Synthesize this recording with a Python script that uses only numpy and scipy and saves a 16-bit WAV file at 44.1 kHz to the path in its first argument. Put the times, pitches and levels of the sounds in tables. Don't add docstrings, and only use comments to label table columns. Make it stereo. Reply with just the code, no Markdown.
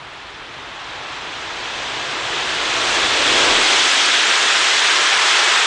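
import sys
import numpy as np
from scipy import signal
from scipy.fft import rfft, irfft, next_fast_len
from scipy.io import wavfile
from scipy.ndimage import uniform_filter1d, map_coordinates

SR = 44100
rng = np.random.default_rng(int(sys.argv[2]) if len(sys.argv) > 2 else 0)


def to_wav(sig):
    pcm = np.clip(np.atleast_2d(sig), -1, 1) * 32767
    pcm = np.round(pcm).astype(np.int16)
    wavfile.write(sys.argv[1], SR, pcm.T)


def convert_level_to_amplitude(level_db):
    exponent = np.asarray(level_db, float) / 20
    return 10 ** exponent


N = 249606


# pitch_hz, level_db
RAIL_SPECTRUM = [(400, -27.5), (600, -6.5), (800, 0), (1050, 0.5), (1350, -4.5), (1800, -15), (2500, -45)]
# close_db, growth_db_per_db, surge_db, drop_db, drift_db_per_s
RAIL_GAIN = (-24.5, 0.65, 2.5, 2.6, 1.1)


def rail():
    noise = patchy(0.27, size=(4, 10))
    return level(RAIL_GAIN, waver_db=0.54, rate=5) * coloured(RAIL_SPECTRUM, noise)


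# pitch_hz, width_hz, level_db
WHEEL_MODES = [(970, 116, -5.5), (1324, 155, 1.5), (1660, 185, 0.5), (2000, 230, -3.5), (2555, 230, -3),
               (2994, 300, -1.5), (3322, 240, 1), (3600, 210, -2)]
# pitch_hz, level_db
WEB_SPECTRUM = [(800, -28), (1200, -3.5), (1600, -0.5), (2100, -2), (2600, -9), (3300, -29.5)]
RIM_SPECTRUM = [(1600, -30), (2200, -8), (2700, -2), (3300, 0), (4000, -1.5), (4800, -10), (6000, -21.5)]
# close_db, growth_db_per_db, surge_db, drop_db, drift_db_per_s
WEB_GAIN = (-21, 0.82, 0.6, 0.14, 1.32)
RIM_GAIN = (-17.5, 0.97, 0.5, -0.03, -0.42)


def wheels():
    ring = unit(filtered(patchy(1.5, size=(2, 8)), resonances(WHEEL_MODES)))
    steel = patchy(0.4, size=(8, 6)) + convert_level_to_amplitude(-12.5) * ring
    web = level(WEB_GAIN, waver_db=0.0, rate=4.1) * coloured(WEB_SPECTRUM, steel)
    rim = level(RIM_GAIN, waver_db=-0.37, rate=5) * coloured(RIM_SPECTRUM, steel)
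    return web + rim


# pitch_hz, level_db
TREAD_SPECTRUM = [(2800, -24), (4000, -4), (4800, -0.5), (6200, -1.5), (7800, -5), (8800, -12.5),
                  (9600, -16.5), (10200, -17.5)]
# close_db, growth_db_per_db, surge_db, drop_db, drift_db_per_s
TREAD_GAIN = (-22, 1.07, -0.7, 0.26, 0.24)


def treads():
    noise = patchy(1.48, size=(10, 2))
    return level(TREAD_GAIN, waver_db=0.4, rate=7.2) * coloured(TREAD_SPECTRUM, noise)


def rolling():
    loss_per_db = 0.099
    return through_air(rail() + wheels() + treads(), loss_per_db * (CLOSE_DB - roar_db()))


# pitch_hz, level_db
DEEP_SPECTRUM = [(15, -18), (30, -5.5), (49, 1.5), (70, -2.5), (100, -28)]
RUMBLE_SPECTRUM = [(50, -29.5), (80, -1.5), (118, 4), (170, -1), (210, -12.5), (300, -43.5)]
GROWL_SPECTRUM = [(150, -26.5), (210, -8), (260, -1), (310, 0), (380, -6), (500, -44.5)]
# close_db, growth_db_per_db, surge_db, drop_db, drift_db_per_s
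DEEP_GAIN = (-49, 0.3, 4, 9, -3)
RUMBLE_GAIN = (-44.5, .3, 2.5, 10.5, -3.5)
GROWL_GAIN = (-40, 0.53, 9, 0.7, -3)


def locomotive():
    deep = level(DEEP_GAIN, waver_db=0.0, rate=5.5) * coloured(DEEP_SPECTRUM, white())
    rumble = level(RUMBLE_GAIN, waver_db=0.5, rate=6) * coloured(RUMBLE_SPECTRUM, white())
    growl = level(GROWL_GAIN, waver_db=0.0, rate=6) * coloured(GROWL_SPECTRUM, white())
    return deep + rumble + growl


# start_s, thump_hz, thump_db, swell_s (start to peak), swell_db
AIR_PUSH = (3.495, 70, -30, .05, -32)


def air_push():
    start_s, thump_hz, thump_db, swell_s, swell_db = AIR_PUSH
    t = np.clip(seconds() - start_s, 0, None)
    thump = convert_level_to_amplitude(thump_db) * np.sin(2 * np.pi * thump_hz * t) * np.exp(-t / 0.016)
    swell = convert_level_to_amplitude(swell_db) * t / swell_s * np.exp(-t / swell_s)
    return thump + swell


# pitch_hz, level_db
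DRONE_SPECTRUM = [(240, -28), (340, -1.5), (440, 0.5), (540, -2), (700, -2.5), (1000, -41.5)]
# close_db, growth_db_per_db, surge_db, drop_db, drift_db_per_s
DRONE_GAIN = (-29, .8, 6, 4, -.9)


def frames_and_sleepers():
    noise = patchy(0.35, size=(2, 20))
    return level(DRONE_GAIN, waver_db=0.8, rate=4.9) * coloured(DRONE_SPECTRUM, noise)


# pitch_hz, level_db
HUM_SPECTRUM = [(300, -30), (360, -7), (440, -2.5), (510, -12.5), (800, -16.5), (950, -2), (1050, 1.5),
                (1200, -13), (1500, -30)]
# middle_s (half amplitude), rise_s (time constant), level_db (once arrived)
HUM_ARRIVAL = (4.76, .15, -30)


def later_wagons():
    middle_s, rise_s, hum_db = HUM_ARRIVAL
    arrived = 1 / (1 + np.exp((middle_s - seconds()) / rise_s))
    return convert_level_to_amplitude(hum_db) * arrived * coloured(HUM_SPECTRUM, patchy(1.3, size=(2, 12)))


# pitch_hz, level_db
BODY_SPECTRUM = [(90, -29), (130, -7.5), (175, 0), (220, -1.5), (280, -30)]
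# close_db, growth_db_per_db, surge_db, drop_db, drift_db_per_s
BODY_GAIN = (-70.5, 0, .1, -12, .3)


def wagon_bodies():
    return level(BODY_GAIN, waver_db=2.5, rate=6) * coloured(BODY_SPECTRUM, white())


# whine_hz, width_hz, whine_db, hiss_db
MIC_CIRCUIT = (9590.5, 60, -71.5, -67)
# pitch_hz, level_db
MIC_HISS_SPECTRUM = [(4000, -32), (6500, -2), (7400, -4.5), (8500, -4), (10200, -5.5)]


def microphone_circuit():
    whine_hz, width_hz, whine_db, hiss_db = MIC_CIRCUIT
    whine = unit(filtered(white(), lambda hz: np.exp(-((hz - whine_hz) / width_hz) ** 2)))
    hiss = coloured(MIC_HISS_SPECTRUM, white())
    return convert_level_to_amplitude(whine_db) * whine + convert_level_to_amplitude(hiss_db) * hiss


# time_s, level_db
ROAR = [(0, -40), (.55, -37.5), (.95, -34), (1.45, -31), (1.7, -29), (2.2, -26), (2.7, -22), (2.9, -19.5),
        (3.13, -19.5), (3.42, -16.5), (3.7, -16), (4.2, -17), (4.8, -17), (5.18, -17.5), (5.3, -16.5),
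        (5.66, -17.5)]


def roar_db():
    time_s, level_db = np.transpose(ROAR)
    return np.interp(seconds(), time_s, level_db)


CLOSE_DB = -16
PASS_S, BUILD_S, GONE_S = 3.493, 0.53, 0.24


def level(layer, waver_db, rate):
    close_db, growth, surge_db, drop_db, drift = layer
    t = seconds() - PASS_S
    after = np.clip(t, 0, None)
    here = np.exp(-after / GONE_S)
    surge = np.exp(np.clip(t, None, 0) / BUILD_S) * here
    db = close_db + growth * (roar_db() - CLOSE_DB)
    db = db + surge_db * surge - drop_db * (1 - here) + drift * after
    return convert_level_to_amplitude(db + waver_db * wobble(rate))


def wobble(rate):
    knots = rng.standard_normal(int(N * rate / SR) + 4)
    return map_coordinates(knots, [np.arange(N) * rate / SR])


def through_air(x, loss_db):
    hz, t, z = signal.stft(x, SR, nperseg=512)
    loss_at_4k = np.interp(t, seconds(), np.abs(loss_db))
    loss = loss_at_4k * (hz[:, None] / 4000) ** 1.9
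    return signal.istft(z * convert_level_to_amplitude(-loss), SR, nperseg=512)[1][:N]


def resonances(modes):
    def response(f):
        total = 0
        for k, (centre, width, db) in enumerate(modes):
            damping = 1j * f * width
            total = total + (-1) ** k * convert_level_to_amplitude(db) * damping / (centre * centre - f * f + damping)
        return total
    return response


def patchy(patchy_db, size):
    z = signal.stft(white(), nperseg=512)[2]
    field = uniform_filter1d(rng.standard_normal(z.shape), size[0], 0)
    field = uniform_filter1d(field, size[1], 1)
    return signal.istft(z * convert_level_to_amplitude(patchy_db * unit(field)), nperseg=512)[1][:N]


def coloured(spectrum, noise):
    return unit(filtered(noise, lambda hz: convert_level_to_amplitude(along(spectrum, hz))))


def along(points, hz):
    f, db = np.transpose(points)
    return np.interp(np.log(hz + 1), np.log(f + 1), db, left=-120, right=-120)


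def filtered(x, response):
    m = next_fast_len(N + 8192)
    return irfft(rfft(x, m) * response(np.fft.rfftfreq(m, 1 / SR)), m)[..., :N]


def unit(x):
    return x / np.sqrt(np.mean(x ** 2) + 1e-20)


def white():
    return rng.standard_normal(N)


def seconds():
    return np.arange(N) / SR


def scene():
    train = rolling() + locomotive() + air_push()
    train = train + frames_and_sleepers() + later_wagons() + wagon_bodies()
    return np.array([train, train])


def low_pass(x):
    return signal.sosfilt(signal.butter(12, 10040, fs=SR, output="sos"), x)


def record(dry):
    top_hz, clip = 10040, 0.69
    limited = filtered(dry + microphone_circuit(), lambda hz: hz < top_hz)
    mix = np.clip(limited, -clip, clip)
    return low_pass(mix)


dry = scene()
out = record(dry)
to_wav(out)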